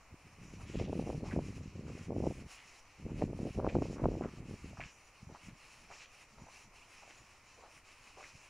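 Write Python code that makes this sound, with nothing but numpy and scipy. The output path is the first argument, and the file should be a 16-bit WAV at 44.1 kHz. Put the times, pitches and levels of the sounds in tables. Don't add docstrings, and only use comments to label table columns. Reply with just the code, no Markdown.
import sys
import numpy as np
from scipy import signal
from scipy.fft import rfft, irfft, next_fast_len
from scipy.io import wavfile
from scipy.ndimage import uniform_filter1d

SR = 44100
rng = np.random.default_rng(int(sys.argv[2]) if len(sys.argv) > 2 else 0)


def dump(signal):
    limited = np.clip(np.atleast_2d(signal).T, -1, 1)
    pcm = np.round(limited * 32767).astype(np.int16)
    wavfile.write(sys.argv[1], SR, pcm)


N = 374409
T = np.arange(N) / SR
LEFT_RIGHT = np.array([[1], [-1]])


def undb(db):
    return 10 ** (np.asarray(db) / 20)


def unit(x):
    return x / np.sqrt(np.mean(x ** 2) + 1e-20)


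def noise():
    return rng.standard_normal(N)


def add(out, start_s, x):
    i = max(int(start_s * SR), 0)
    out[i:i + len(x)] += x[:max(N - i, 0)]


def colour(x, points):
    freq_hz, gain_db = np.transpose(points)
    size = next_fast_len(N)
    f = np.fft.rfftfreq(size, 1 / SR) + 1
    gain = undb(np.interp(np.log(f), np.log(freq_hz), gain_db))
    return irfft(rfft(x, size) * gain, size)[..., :N]


def resonance(x, centre_hz, width_hz):
    b, a = signal.iirpeak(centre_hz, centre_hz / width_hz, fs=SR)
    return signal.lfilter(b, a, x)


def walk(rate_hz):
    k = int(SR / rate_hz)
    steps = np.repeat(rng.standard_normal(N // k + 2), k)
    return unit(uniform_filter1d(uniform_filter1d(steps, k), k)[:N])


def swells(rows, rise_s, fall_s, rest_db):
    power = np.full(N, undb(rest_db) ** 2)
    for start_s, length_s, level_db in rows:
        i, j = np.searchsorted(T, [start_s - rise_s, start_s + length_s + fall_s])
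        age_s = T[i:j] - start_s
        rise = np.clip(.5 + age_s / rise_s, 0, 1)
        fall = np.clip(.5 + (length_s - age_s) / fall_s, 0, 1)
        power[i:j] += (undb(level_db) * rise * fall) ** 2
    return 10 * np.log10(power)


def eddy(freq_hz):
    edge, edge_ratio = .06, 1.7
    phase = 2 * np.pi * (np.arange(int(4 * SR / freq_hz)) * freq_hz / SR - 2)

    def swing(p):
        return -p * np.exp((1 - p ** 2) / 2)

    return (1 - edge) * swing(phase) + edge * swing(edge_ratio * phase)


def turbulence(level_db, calm_hz=175, gust_hz=240, size_spread=0.56, scatter_db=4):
    eddies_per_s = 260
    out = np.zeros(N)
    draws = rng.standard_normal((int(eddies_per_s * N / SR), 4))
    for k, (when, size, strength, sign) in enumerate(draws):
        centre_s = np.clip((k + when) / eddies_per_s, 0, T[-1])
        speed = np.clip((level_db[int(centre_s * SR)] + 60) / 22, 0, 1)
        freq_hz = calm_hz * (gust_hz / calm_hz) ** speed * np.exp(size_spread * np.tanh(size))
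        gain = np.sqrt(freq_hz) * np.sign(sign) * undb(scatter_db * min(strength, 1.6))
        add(out, centre_s - 2 / freq_hz, eddy(freq_hz) * gain)
    return unit(out) * undb(level_db)


# centre_s, peak_db, centre_hz
SINGLE_EDDIES = [(0.1432, -42.5, 218), (0.27, -49, 200.0), (0.418, -44, 129), (0.435, -46, 200.0),
                 (0.454, -42.5, 160.0), (0.5382, -39.5, 260.0), (0.564, -47, 160.0), (0.7008, -38, 260.0),
                 (0.747, -32.5, 310.0), (0.7562, -27, 315), (0.774, -31.5, 161), (0.8004, -30, 520.0),
                 (0.8142, -26, 262), (0.8575, -37, 220.0), (0.873, -38, 260.0), (0.8968, -30.0, 366),
                 (0.907, -33, 220.0), (0.9305, -24.0, 420), (0.955, -30, 312), (0.966, -30, 228),
                 (0.978, -31, 310.0), (0.9925, -24.5, 187), (0.9967, -24.5, 375), (1.014, -32, 199),
                 (1.0737, -30, 427), (1.0822, -33, 437), (1.094, -27, 368), (1.1019, -26, 487),
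                 (1.111, -38, 480), (1.1475, -46, 160.0), (1.154, -31, 180.0), (1.1602, -35, 220.0),
                 (1.1806, -34, 180.0), (1.2333, -28.5, 224), (1.2406, -34.5, 436), (1.3393, -26, 180.0),
                 (1.3645, -23.5, 375), (1.3766, -24.5, 220.0), (1.3906, -24.0, 440.0), (1.4651, -37, 218),
                 (1.4847, -37, 130.0), (1.4954, -36.5, 180.0), (1.5055, -37.5, 180.0),
                 (1.5682, -39.5, 110.0), (1.66, -38.5, 180.0), (1.758, -38, 130.0), (1.7943, -34, 220.0),
                 (1.854, -38.5, 260.0), (1.8664, -38, 180.0), (1.8934, -42, 180.0), (1.907, -41, 180.0),
                 (1.9531, -36.5, 218), (2.012, -38, 130.0), (2.0942, -32.5, 220.0), (2.1066, -26.5, 380),
                 (2.1217, -31, 373), (2.1305, -33.0, 370.0), (2.1589, -33, 260.0), (2.1651, -24.5, 382),
                 (2.1732, -36, 220.0), (2.1842, -27, 260.0), (2.2041, -25.5, 316), (2.2094, -33, 310.0),
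                 (2.241, -25, 436), (2.259, -30.0, 440.0), (2.2684, -22, 420), (2.2717, -29, 480),
                 (2.2744, -21, 262), (2.3054, -30, 220.0), (2.311, -30.5, 397), (2.4657, -43, 110.0),
                 (3.0655, -33.5, 304), (3.1193, -32.5, 220.0), (3.1458, -32, 180.0), (3.2164, -29, 440.0),
                 (3.2231, -19, 445), (3.2298, -24.5, 316), (3.2399, -23, 222), (3.297, -38, 160.0),
                 (3.302, -34.5, 310.0), (3.3108, -34.5, 160.0), (3.3319, -30, 383), (3.3502, -34.5, 130.0),
                 (3.403, -30, 160.0), (3.4325, -27.5, 218), (3.4556, -28.5, 260.0), (3.4632, -32.0, 220.0),
                 (3.4704, -34.0, 440.0), (3.476, -36, 370.0), (3.5082, -36.0, 110.0), (3.5785, -35, 160.0),
                 (3.584, -33, 203), (3.5881, -22.5, 314), (3.596, -24.5, 440.0), (3.6012, -26.5, 610),
                 (3.6341, -32, 370.0), (3.6469, -21.5, 527), (3.667, -22.5, 690), (3.6761, -20.5, 380),
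                 (3.7486, -25, 130.0), (3.7539, -19, 490), (3.762, -22, 260.0), (3.7679, -19, 326),
                 (3.7873, -23.5, 322), (3.818, -26, 224), (3.822, -25.5, 550), (3.825, -23.5, 312),
                 (3.857, -33, 485), (3.9044, -34, 109), (3.9097, -30.5, 256), (3.9996, -32.5, 312),
                 (4.0209, -28.5, 310.0), (4.0394, -23.5, 443), (4.0425, -28.5, 796), (4.0456, -26.5, 440.0),
                 (4.0573, -15.5, 500), (4.0652, -20, 220.0), (4.0777, -32, 180.0), (4.0872, -20.5, 313),
                 (4.119, -30, 350.0), (4.1414, -31, 370.0), (4.1539, -32, 443), (4.1722, -29.5, 260.0),
                 (4.181, -33, 310.0), (4.2109, -25, 430), (4.2137, -34, 520), (4.2221, -28, 218),
                 (4.2485, -31.5, 520.0), (4.258, -26.5, 312), (4.3382, -39, 180.0), (4.406, -41, 159),
                 (4.4882, -38, 179), (4.4969, -38, 180.0), (4.5114, -36.5, 218), (4.5411, -37.5, 220.0),
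                 (4.6452, -36, 183), (4.713, -46.0, 280.0), (4.7905, -41, 109), (4.7977, -49, 740.0),
                 (4.862, -45, 99), (5.2314, -41.5, 128), (5.274, -43.0, 100.0), (5.286, -47, 120.0),
                 (5.301, -44, 250.0), (5.3255, -46, 160.0), (5.4869, -40.5, 180.0), (5.534, -51, 130.0),
                 (6.4226, -45.5, 131), (6.679, -54, 140.0), (8.355, -49.5, 90.5)]


def single_eddies(trim_db=-1.0, freq_ratio=0.86, swirl_db=-18, swirl_s=.004, swirl_ratio=1.28, count=3):
    out = np.zeros(N)
    for centre_s, peak_db, centre_hz in SINGLE_EDDIES:
        freq_hz = centre_hz * freq_ratio
        add(out, centre_s - 2 / freq_hz, undb(peak_db + trim_db) * eddy(freq_hz))
        for lag, size, strength in rng.standard_normal((count, 3)):
            small_hz = freq_hz * swirl_ratio * np.exp(0.35 * np.tanh(size))
            gain = undb(peak_db + swirl_db) * np.tanh(2 * strength)
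            add(out, centre_s + swirl_s * lag - 2 / small_hz, gain * eddy(small_hz))
    return out


def rumble(level_db):
    points = [(10, -21.0), (25, -11.5), (45, -4.5), (100, -4.0), (160, -7.0), (300, -15.5), (900, -88)]
    return undb(level_db) * unit(colour(noise(), points))


# start_s, length_s, buffet_db, rumble_db
GUSTS = [(0.119, 0.016, -69, -46), (0.247, 0.11, -77, -56.5), (0.385, 0.45, -58, -51.5),
         (0.75, 0.13, -31, -42), (0.842, 0.36, -35, -45.5), (1.193, 0.24, -46.5, -47),
         (1.323, 0.08, -31, -41.5), (1.398, 0.93, -55.5, -50.5), (1.732, 0.3, -50, -52),
         (2.1, 0.218, -32, -42.5), (2.334, 0.13, -53.5, -51), (2.994, 0.11, -56, -50),
         (3.045, 0.16, -48, -43), (3.209, 0.1, -22, -36), (3.257, 0.053, -34, -45),
         (3.313, 0.065, -55, -50), (3.377, 0.12, -37, -53), (3.515, .05, -55, -57), (3.559, 0.14, -37, -36),
         (3.734, 0.074, -28, -34.5), (3.809, 0.069, -21, -41), (3.862, 0.21, -48, -51),
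         (4.018, 0.11, -27, -35.5), (4.089, 0.2, -41, -43.5), (4.294, 0.26, -53, -53),
         (4.592, 0.17, -61, -52), (4.785, 0.093, -63, -52.5), (5.213, 0.046, -79, -57),
         (5.29, 0.059, -55, -56.5), (5.42, 0.14, -69, -57.5), (5.785, 0.14, -79, -64),
         (6.32, 0.15, -70, -57.5), (6.651, 0.045, -71, -60), (7.199, 0.036, -65, -60.5),
         (8.134, 0.063, -77, -70.5), (8.327, 0.038, -79, -60)]


def wind(buffet_trim_db=-1, rumble_trim_db=-2, knee_db=-44, flutter_db=2.5):
    rise_s, fall_s, breeze_db, breeze_rumble_db = 0.038, 0.035, -83.5, -74
    flutter = flutter_db * walk(30)
    buffet_rows = [(start_s, length_s, db) for start_s, length_s, db, _ in GUSTS]
    rumble_rows = [(start_s, length_s, db) for start_s, length_s, _, db in GUSTS]
    flow_db = swells(buffet_rows, rise_s, fall_s, breeze_db) + flutter
    low_db = swells(rumble_rows, rise_s, fall_s, breeze_rumble_db) + flutter
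    stream_db = flow_db - 10 * np.log10(1 + undb(flow_db - knee_db) ** 2)
    buffeting = turbulence(stream_db) * undb(buffet_trim_db)
    return buffeting + rumble(low_db + rumble_trim_db) + single_eddies()


def spread(x, side_db=-40):
    envelope = np.sqrt(np.abs(uniform_filter1d(x ** 2, SR // 40)))
    points = [(30, 6), (200, -2), (600, 29.0), (1000, 22.0), (2000, 11), (6000, -42)]
    side = unit(colour(noise(), points))
    return x + undb(side_db) * envelope * side * LEFT_RIGHT


# start_s, length_s, level_db, crisp_top_db (relative to level_db)
STROKES = [(0.16, 0.26, -74.0, -7), (0.406, 0.17, -67.5, -11), (0.588, 0.063, -65.5, -5.5),
           (0.68, 0.17, -61.5, -13.5), (0.901, 0.26, -66.0, -7.5), (1.15, 0.065, -65.5, -8),
           (1.253, 0.036, -59.5, -14), (1.287, 0.09, -63.5, -9), (1.405, 0.19, -64.5, -9),
           (1.606, 0.22, -69.5, -30), (1.854, 0.1, -66, -13), (1.953, 0.124, -64, -10),
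           (2.16, 0.126, -66.5, -11), (2.261, 0.17, -64.5, -8), (2.474, 0.1, -60, -7),
           (2.574, 0.25, -66.0, -9.5), (2.844, 0.34, -72, -13), (3.16, 0.11, -63, -11),
           (3.342, 0.266, -65.5, -8), (3.654, 0.124, -64.5, -20), (3.791, 0.18, -64, -11.5),
           (3.998, 0.294, -69, -16), (4.296, 0.1, -65.5, -13), (4.462, 0.27, -65.5, -9.5),
           (4.755, 0.17, -65.5, -16), (4.913, 0.19, -70, -6), (5.13, 0.13, -72.0, -9),
           (5.313, 0.093, -69.5, -13), (5.41, 0.089, -63.5, -8), (5.568, 0.3, -66.5, -8),
           (5.89, 0.16, -62.5, -14), (6.104, 0.15, -65, -8), (6.258, 0.33, -73.5, -9),
           (6.514, 0.13, -63.5, -8.5), (6.733, 0.25, -66.5, -9), (6.916, 0.284, -65.5, -11),
           (7.174, 0.25, -69, -10), (7.435, 0.31, -69, -12), (7.714, 0.089, -63.5, -7),
           (7.853, 0.3, -65.5, -10), (8.177, 0.14, -63, -11.5), (8.322, 0.18, -64.5, -10)]
# freq_hz, gain_db
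CLOTH_COLOUR = [(500, -15), (1150, -5), (1600, -9), (2100, -3.5), (2550, 1), (3000, -6), (3500, -16.5),
                (3950, -11), (4800, -11.5), (5550, -6.5), (6100, -11), (6800, -10), (7700, -14),
                (8300, -23), (11000, -48)]
# freq_hz, gain_db
CRISP_COLOUR = [(6500, -70), (8500, 0.5), (10500, -0.5), (11400, -5.5), (12100, -49), (14000, -13),
                (15500, -14)]


def jacket(rub_trim_db=4, crisp_trim_db=-2, grain_db=0.5, flutter_db=1.0):
    rise_s, fall_s, rest_db, crisp_rest_db = 0.065, 0.053, -75.5, -85
    rub_rows = [(start_s, length_s, db) for start_s, length_s, db, _ in STROKES]
    crisp_rows = [(start_s, length_s, db + top_db) for start_s, length_s, db, top_db in STROKES]
    rub_db = swells(rub_rows, rise_s, fall_s, rest_db) + rub_trim_db
    crisp_db = swells(crisp_rows, rise_s, fall_s, crisp_rest_db) + crisp_trim_db
    slips = rng.standard_normal((2, N)) * undb(grain_db * walk(900) + flutter_db * walk(45))
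    drift_depth, drift_rate_hz = .22, 22
    drift = slips[0].copy()
    for band_hz in (2100, 2700, 4300, 5600, 7000):
        drift += drift_depth * walk(drift_rate_hz) * resonance(slips[0], band_hz, band_hz / 5)
    rub = unit(colour(drift, CLOTH_COLOUR)) * undb(rub_db)
    crisp = unit(colour(slips[1], CRISP_COLOUR)) * undb(crisp_db)
    return rub + crisp


# heel_s, heel_db, heel_hz, heel_length_s, sole_lag_s, sole_db, sole_hz, sole_length_s
STEPS = [(0.579, -56.5, 1000, 0.061, 0.072, -52, 2730, 0.1),
         (1.231, -53, 910, 0.15, 0.075, -44.5, 1700, 0.032),
         (1.862, -57.5, 1300, 0.061, 0.091, -55, 2200, 0.11),
         (2.463, -67, 918, 0.12, 0.1, -48, 2700, 0.057),
         (3.073, -56.5, 1000, 0.046, 0.14, -50, 2190, 0.029),
         (3.605, -45, 604, 0.099, 0.075, -45, 2320, 0.034),
         (4.21, -48, 1160, 0.076, 0.019, -59, 1750, 0.021),
         (4.768, -51, 1100, 0.023, 0.036, -42, 1900, 0.021),
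         (5.287, -56.5, 610, 0.033, 0.056, -51.5, 950, 0.025),
         (5.893, -52, 880, 0.06, 0.038, -53, 2100, 0.043),
         (6.369, -59, 820, 0.079, 0.09, -56.5, 940, 0.039),
         (7.019, -55.5, 865, 0.03, 0.069, -50.5, 2190, .04),
         (7.566, -61.5, 596, 0.07, 0.04, -55.5, 920, 0.086),
         (8.167, -53, 770, 0.064, 0.056, -48, 1900, 0.039)]
# start_s, level_db, centre_hz, length_s
DRAGS = [(.74, -46.5, 2980, 0.14), (3.955, -50, 1000, 0.078), (4.828, -46.5, 2450, 0.044),
         (5.46, -57, 2260, 0.088), (5.99, -48, 2830, 0.071), (7.065, -57.5, 730, 0.046)]


def contacts():
    heels = [step[:4] for step in STEPS]
    soles = [(heel_s + lag_s, db, hz, length_s) for heel_s, _, _, _, lag_s, db, hz, length_s in STEPS]
    return heels + soles + DRAGS


def scuffs(width_ratio=0.91, attack=0.15):
    out = np.zeros(N)
    grains_per_s, bed = 680, .065
    friction = noise() * (bed + (rng.random(N) < grains_per_s / SR))
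    for start_s, level_db, centre_hz, length_s in contacts():
        age = T[:int(3 * length_s * SR)] / length_s
        pressure = (1 - np.exp(-age / attack)) * np.exp(-age ** 2)
        scrape = friction[int(start_s * SR):][:len(age)]
        for _ in range(2):
            scrape = resonance(scrape, centre_hz, centre_hz * width_ratio)
        scrape = unit(scrape)
        add(out, start_s, undb(level_db) * scrape * pressure[:len(scrape)] / pressure.max())
    return out


def ping(freq_hz, cycles):
    turns = T[:SR // 25] * freq_hz
    ring = np.sin(2 * np.pi * turns) * (1 - np.exp(-4 * turns)) * np.exp(-turns / cycles)
    return ring / np.abs(ring).max()


# start_s, peak_db, centre_hz
KNOCKS = [(.612, -44, 1300), (4.731, -41, 630), (4.775, -50, 1040), (4.798, -30.5, 690), (5.349, -36, 940),
          (5.359, -41, 1200), (5.906, -59, 517), (5.916, -57, 750), (5.927, -51, 617), (6.482, -47, 780),
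          (7.03, -53, 860), (7.088, -54, 620), (7.585, -50, 446), (7.625, -54, 770), (7.655, -53, 684),
          (8.173, -44.5, 400), (8.175, -51, 800), (8.184, -42, 950), (8.195, -59, 603), (8.208, -38, 1160)]


def knocks(cycles=1.7):
    out = np.zeros(N)
    for start_s, peak_db, centre_hz in KNOCKS:
        add(out, start_s, undb(peak_db) * ping(centre_hz, cycles))
    return out


# start_s, peak_db, centre_hz
GRIT = [(1.311, -33, 1850), (1.315, -35, 1590), (1.326, -46, 1990), (3.69, -29, 2400), (3.698, -32.5, 2390),
        (4.237, -41, 2200), (4.247, -44, 1500), (4.8052, -27, 2450), (4.809, -43, 2000),
        (4.812, -27.5, 2160), (4.815, -32, 2230), (4.826, -35, 2200), (4.838, -27.5, 2620),
        (4.849, -42, 2420), (4.866, -37, 2540), (5.925, -40, 2000), (5.938, -46, 2400),
        (6.025, -46.5, 2700), (6.383, -48, 1300), (7.03, -47, 2200), (7.778, -43, 2100), (7.89, -43, 2420),
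        (8.24, -34, 2210), (8.245, -35.5, 2080), (8.266, -44, 2500)]


def grit(cycles=1.9):
    out = np.zeros(N)
    for start_s, peak_db, centre_hz in GRIT:
        add(out, start_s, undb(peak_db) * ping(centre_hz, cycles))
    return out


def footsteps():
    scuff_points = [(200, 5.5), (2700, -10), (3500, -15.5), (6000, -13.0), (12000, -47)]
    hit_points = [(2800, -6.5), (3600, -32), (8000, -2)]
    return colour(scuffs(), scuff_points) + colour(knocks() + grit(), hit_points)


def alley(x, wet_db=-15):
    t60_s = 0.4
    age_s = T[:SR // 2]
    echo = rng.standard_normal(len(age_s)) * undb(-60 * age_s / t60_s) * (age_s > .006)
    return x + undb(wet_db) * signal.fftconvolve(x, echo / np.linalg.norm(echo))[:N]


# start_s, length_s, level_db
WHINE = [(.43, 0.23, -74), (.95, 0.26, -74), (2.65, 0.28, -78), (3.68, 0.67, -79), (4.8, 0.32, -74.5),
         (5.24, .14, -76), (5.92, 0.2, -75), (6.39, 0.3, -73.5), (7.06, 0.17, -72), (7.48, 0.18, -76),
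         (8.21, 0.087, -72)]
# centre_hz, gain_db
WHINE_LINES = [(5863, -3.5), (5925, -3), (6850, -4.5)]


def whine(rest_db=-88, fade_s=0.1):
    waver_hz, waver_rate_hz, flicker_db = 14, 90, 4.5
    lines = np.zeros(N)
    for centre_hz, gain_db in WHINE_LINES:
        pitch_hz = centre_hz + waver_hz * walk(waver_rate_hz)
        tone = np.sin(2 * np.pi * np.cumsum(pitch_hz) / SR)
        lines += undb(gain_db) * unit(tone * undb(flicker_db * walk(waver_rate_hz)))
    return lines * undb(swells(WHINE, fade_s, fade_s, rest_db))


# freq_hz, gain_db
AIR_COLOUR = [(25, 9), (100, 0.5), (180, -14.5), (280, -5), (450, -5), (800, -2.5), (1150, -1.5),
              (1600, -10), (2400, -4), (3400, -23.5), (6000, -22), (10500, -29), (12200, -31.5),
              (15000, -34)]


def air(mid_db=-64.5, side_db=-75, swell_db=0.7):
    mid = unit(colour(noise(), AIR_COLOUR)) * undb(mid_db + swell_db * walk(1.85))
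    side_points = [(100, -19), (500, -4), (1000, -7.5), (2500, 8.0), (3600, 0.5), (6000, 7.5),
                   (10500, 0.5), (12200, -8), (15000, -3.0)]
    side = unit(colour(noise(), side_points))
    return mid + undb(side_db) * side * LEFT_RIGHT


def scene():
    return spread(wind()) + jacket() + alley(footsteps()) + whine() + air()


def record(dry):
    top_hz = 15650
    low_pass = signal.ellip(10, .2, 70, top_hz, fs=SR, output="sos")
    return signal.sosfilt(low_pass, dry)


dry = scene()
out = record(dry)
dump(out)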